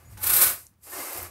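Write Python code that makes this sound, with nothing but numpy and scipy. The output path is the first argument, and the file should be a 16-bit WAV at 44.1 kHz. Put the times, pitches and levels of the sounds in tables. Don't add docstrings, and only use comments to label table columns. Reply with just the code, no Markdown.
import sys
import numpy as np
from scipy import signal
from scipy.fft import rfft, irfft
from scipy.io import wavfile
from scipy.ndimage import uniform_filter1d

SR = 44100
rng = np.random.default_rng(int(sys.argv[2]) if len(sys.argv) > 2 else 0)


def materialize(psi):
    bounded = np.clip(np.atleast_2d(psi).T, -1, 1)
    quanta = np.round(bounded * 32767).astype(np.int16)
    wavfile.write(sys.argv[1], SR, quanta)


N = 57330
T = np.arange(N) / SR

# freq_hz, density_db
TIMBER_SPECTRUM = [(60, -22), (130, -10.5), (200, -7.5), (280, -6), (450, -3.5), (750, -3.5), (1100, 0.5),
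                   (1450, 1.5), (1950, -1.5), (2400, -1), (3100, -7), (5000, -6.5)]
# freq_hz, width_hz, gain_db
TIMBER_MODES = [(375, 30, -1), (530, 35, -3), (689, 25, 0), (1070, 35, -1), (1195, 30, 0), (1262, 25, -1),
                (1432, 22, 0), (1503, 18, 6), (1637, 18, 0), (1805, 35, 0), (1884, 20, -2), (2210, 50, 0),
                (2495, 30, 0), (2719, 22, 0)]


def from_db(db):
    return 10 ** (np.asarray(db) / 20)


def rms_one(x):
    return x / np.sqrt(np.mean(x ** 2) + 1e-20)


def evened(x, window_samples):
    x = rms_one(x)
    return x / np.sqrt(uniform_filter1d(x ** 2, size=window_samples) + 1e-4)


def levels_db(rows):
    times_s, *columns = np.transpose(rows)
    outside_s = np.maximum(times_s[0] - T, 0) + np.maximum(T - times_s[-1], 0)
    return [np.interp(T, times_s, column) - 300 * outside_s for column in columns]


def decay(start_s, t60_s):
    return (T >= start_s) * np.exp(-np.log(1000) * np.maximum(T - start_s, 0) / t60_s)


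def colour(x, spectrum):
    freq_hz, density_db = np.transpose(spectrum)
    bins_hz = np.maximum(np.arange(N // 2 + 1) * SR / N, 1)
    gain_db = np.interp(np.log(bins_hz), np.log(freq_hz), density_db)
    return irfft(rfft(x) * from_db(gain_db), N)


def resonance(x, freq_hz, width_hz):
    radius = np.exp(-np.pi * width_hz / SR)
    feedforward = np.array([1, 0, -1]) * (1 - radius ** 2) / 2
    feedback = [1, -2 * radius * np.cos(2 * np.pi * freq_hz / SR), radius ** 2]
    return signal.lfilter(feedforward, feedback, x + 1e-18)


def body(force, spectrum, modes):
    rings = sum(from_db(gain_db) * resonance(force, hz, width_hz) for hz, width_hz, gain_db in modes)
    return rms_one(colour(force + rings, spectrum))


def fibres(snaps_per_s, spread_db, hiss_db):
    sizes = from_db(spread_db * np.minimum(rng.exponential(1, N), 4)) * rng.choice([-1, 1], N)
    snaps = rms_one(sizes * (rng.random(N) < snaps_per_s / SR))
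    return snaps + from_db(hiss_db) * rng.standard_normal(N)


def sliding():
    # time_s, blade_db, timber_db
    around_cut = [(0, -68, -57.5), (.085, -65, -61.5), (.13, -53.5, -59), (.17, -68, -62), (.22, -64, -56),
                  (.52, -45, -64.5), (.6, -46, -61.5), (.66, -55.5, -69.5), (.7, -68, -82.5),
                  (.73, -81, -73)]
    return_stroke = [(.805, -76, -80), (.838, -47.5, -73), (.874, -46, -51), (.915, -41.5, -51.5),
                     (.934, -39.5, -41.5), (1.0, -36, -38.5), (1.11, -39, -41), (1.17, -37, -40),
                     (1.24, -42, -44), (1.268, -45.5, -46.5), (1.3, -56, -54)]
    # freq_hz, density_db
    blade_spectrum = [(2000, -17.5), (3400, -17.5), (4000, -13.5), (4800, -6), (6000, -8), (8000, -2),
                      (9200, 0.5), (10200, -3), (11700, 2.5), (12900, -1.5), (13900, -3.5), (14700, -12.5),
                      (15600, -12.5)]
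    timber_spectrum = [(100, -32), (200, -34), (290, -3.5), (480, -1.5), (660, -1.5), (880, -2), (1150, -2),
                       (1500, -4), (2100, -8), (2700, -7.5), (3300, -17), (5000, -17)]
    # freq_hz, width_hz, gain_db
    blade_modes = [(2095, 30, 6), (11420, 90, -5), (11840, 80, -3), (13780, 220, -1)]
    timber_modes = [(285, 25, -2), (365, 22, 2), (505, 25, -2), (673, 20, 2), (728, 18, -2), (1141, 35, 1),
                    (1205, 25, -3), (1680, 40, -3), (2095, 30, 7)]
    blade_db, timber_db = np.maximum(levels_db(around_cut), levels_db(return_stroke))
    force = fibres(snaps_per_s=9100, spread_db=2.0, hiss_db=1.5)
    blade = from_db(blade_db - 1.74) * body(force, blade_spectrum, blade_modes)
    timber = from_db(timber_db - 0.6) * body(force, timber_spectrum, timber_modes)
    return blade + timber


def rumble():
    # time_s, level_db
    envelope = [(0, -59.5), (.06, -51.5), (.16, -43.5), (.2, -47), (.29, -42), (.38, -51), (.48, -47.5),
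                (.58, -59), (.75, -65), (.95, -61.5), (1.11, -70), (1.17, -51.5), (1.24, -45.5), (1.3, -55)]
    # freq_hz, density_db
    spectrum = [(20, -32.5), (38, -19.5), (55, -6), (83, -3.5), (108, -2.5), (150, -16), (220, -16),
                (400, -33.5), (1000, -75.5)]
    # freq_hz, width_hz, gain_db
    modes = [(79.6, 10, 3)]
    level_db, = levels_db(envelope)
    shudder = body(rng.standard_normal(N), spectrum, modes)
    return from_db(level_db) * evened(shudder, window_samples=2200)


def air():
    # freq_hz, density_db
    spectrum = [(30, -15.5), (100, 3), (300, -16.5), (1200, -14), (3000, -24), (8000, -27), (16000, -22)]
    return from_db(-72) * rms_one(colour(rng.standard_normal(N), spectrum))


def squeaks():
    # start_s, pitch_hz, level_db, hold_s
    slips = [(.058, 6830, -63, 0.018), (0.183, 863, -53.5, 0.11), (0.929, 1805, -45, 0.0088),
             (0.988, 282, -44.5, 0.012), (0.995, 2096, -46, .022)]
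    width_hz, rise_db_per_s, fall_db_per_s = 52, 1503, 399
    out = np.zeros(N)
    for start_s, pitch_hz, level_db, hold_s in slips:
        band = resonance(rng.standard_normal(N), pitch_hz, width_hz)
        tone = evened(resonance(band, pitch_hz, width_hz), window_samples=1100)
        fade_in_db = rise_db_per_s * np.maximum(start_s - T, 0)
        fade_out_db = fall_db_per_s * np.maximum(T - start_s - hold_s, 0)
        out += tone * from_db(level_db - fade_in_db - fade_out_db)
    return out


def cutting_stroke():
    # time_s, blade_db, timber_db
    stroke = [(.17, -62.5, -62.5), (.204, -45.5, -54), (.228, -33.5, -46), (.238, -29, -41),
              (.29, -24.5, -36.5), (.36, -19, -32.5), (.44, -18, -30.5), (.505, -24.5, -35),
              (.545, -38, -42.5), (.595, -52, -56.5), (.665, -67, -76), (.725, -85.5, -87)]
    # start_s, boost_db
    bites = [(0.229, 6.5), (.263, 7.5), (0.292, 7.5), (0.327, 5.5), (.349, 1.5), (0.362, 3.5), (.411, 7),
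             (0.428, 5), (0.462, 3)]
    # freq_hz, density_db
    blade_spectrum = [(2000, -35.5), (3200, -22.5), (4100, -16.5), (6800, -18.5), (8000, -9.5), (9100, -5),
                      (10200, -9.5), (11100, -2), (12000, -2), (12600, -3), (14000, -2.5), (14600, -23),
                      (15700, -6.5)]
    # freq_hz, width_hz, gain_db
    blade_modes = [(4118, 40, 2), (8480, 70, -3), (8670, 30, -2), (9055, 35, -1), (9480, 90, -3),
                   (10799, 20, 3), (11092, 35, 2), (11503, 16, 7), (11755, 25, -1), (12010, 25, 2),
                   (12140, 30, 1), (12385, 18, -1), (12796, 22, 0), (13200, 20, 4), (13595, 25, -1),
                   (14017, 22, 2), (14082, 25, 3), (14145, 35, 1)]
    rise_s, hold_s, fall_s = 0.0058, 0.0067, 0.011
    corners_s = np.cumsum([0, rise_s, hold_s, fall_s])
    bite_db = sum(boost_db * np.interp(T - start_s, corners_s, [0, 1, 1, 0])
                  for start_s, boost_db in bites)
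    blade_db, timber_db = levels_db(stroke)
    force = fibres(snaps_per_s=7000, spread_db=1.5, hiss_db=-4)
    blade = from_db(blade_db + bite_db - 1.47) * body(force, blade_spectrum, blade_modes)
    timber = from_db(timber_db + 0.66 * bite_db + 1.78) * body(force, TIMBER_SPECTRUM, TIMBER_MODES)
    return blade + timber


def knock():
    ring = body(rng.standard_normal(N), TIMBER_SPECTRUM, TIMBER_MODES)
    return from_db(-47.5) * decay(start_s=0.172, t60_s=0.15) * ring


def ticks():
    # start_s, level_db, low_hz, high_hz, t60_s
    catches = [(0.1757, -45.5, 353, 14500, .075), (.6672, -38, 5560, 10800, .006),
               (0.738, -69, 3300, 9000, .02), (1.1305, -28.5, 12900, 14500, .018),
               (1.174, -29.5, 11300, 14500, .02), (1.180, -27, 11400, 14500, 0.019),
               (1.228, -29, 11500, 14400, 0.025)]
    out = np.zeros(N)
    for start_s, level_db, low_hz, high_hz, t60_s in catches:
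        band = signal.butter(3, [low_hz, high_hz], "band", fs=SR, output="sos")
        makeup_gain = np.sqrt(SR / 2 / (high_hz - low_hz))
        burst = rng.standard_normal(N) * decay(start_s, t60_s) * makeup_gain
        out += from_db(level_db) * signal.sosfilt(band, burst + 1e-18)
    return out


def yard(x):
    echoes_per_s, gap_s = 1500, 0.004
    echoes = rng.standard_normal(N) * (rng.random(N) < echoes_per_s / SR)
    echoes *= (T > gap_s) * decay(start_s=0, t60_s=0.16)
    echoes /= np.sqrt(np.sum(echoes ** 2))
    return from_db(-12) * signal.fftconvolve(x, echoes)[:N]


def scene():
    saw = cutting_stroke() + sliding() + ticks() + knock() + squeaks()
    return (air() + saw + yard(saw) + rumble())[None]


def record(dry):
    cutoff_hz = 15700
    return signal.sosfilt(signal.ellip(12, .2, 80, cutoff_hz, fs=SR, output="sos"), dry)


dry = scene()
out = record(dry)
materialize(out)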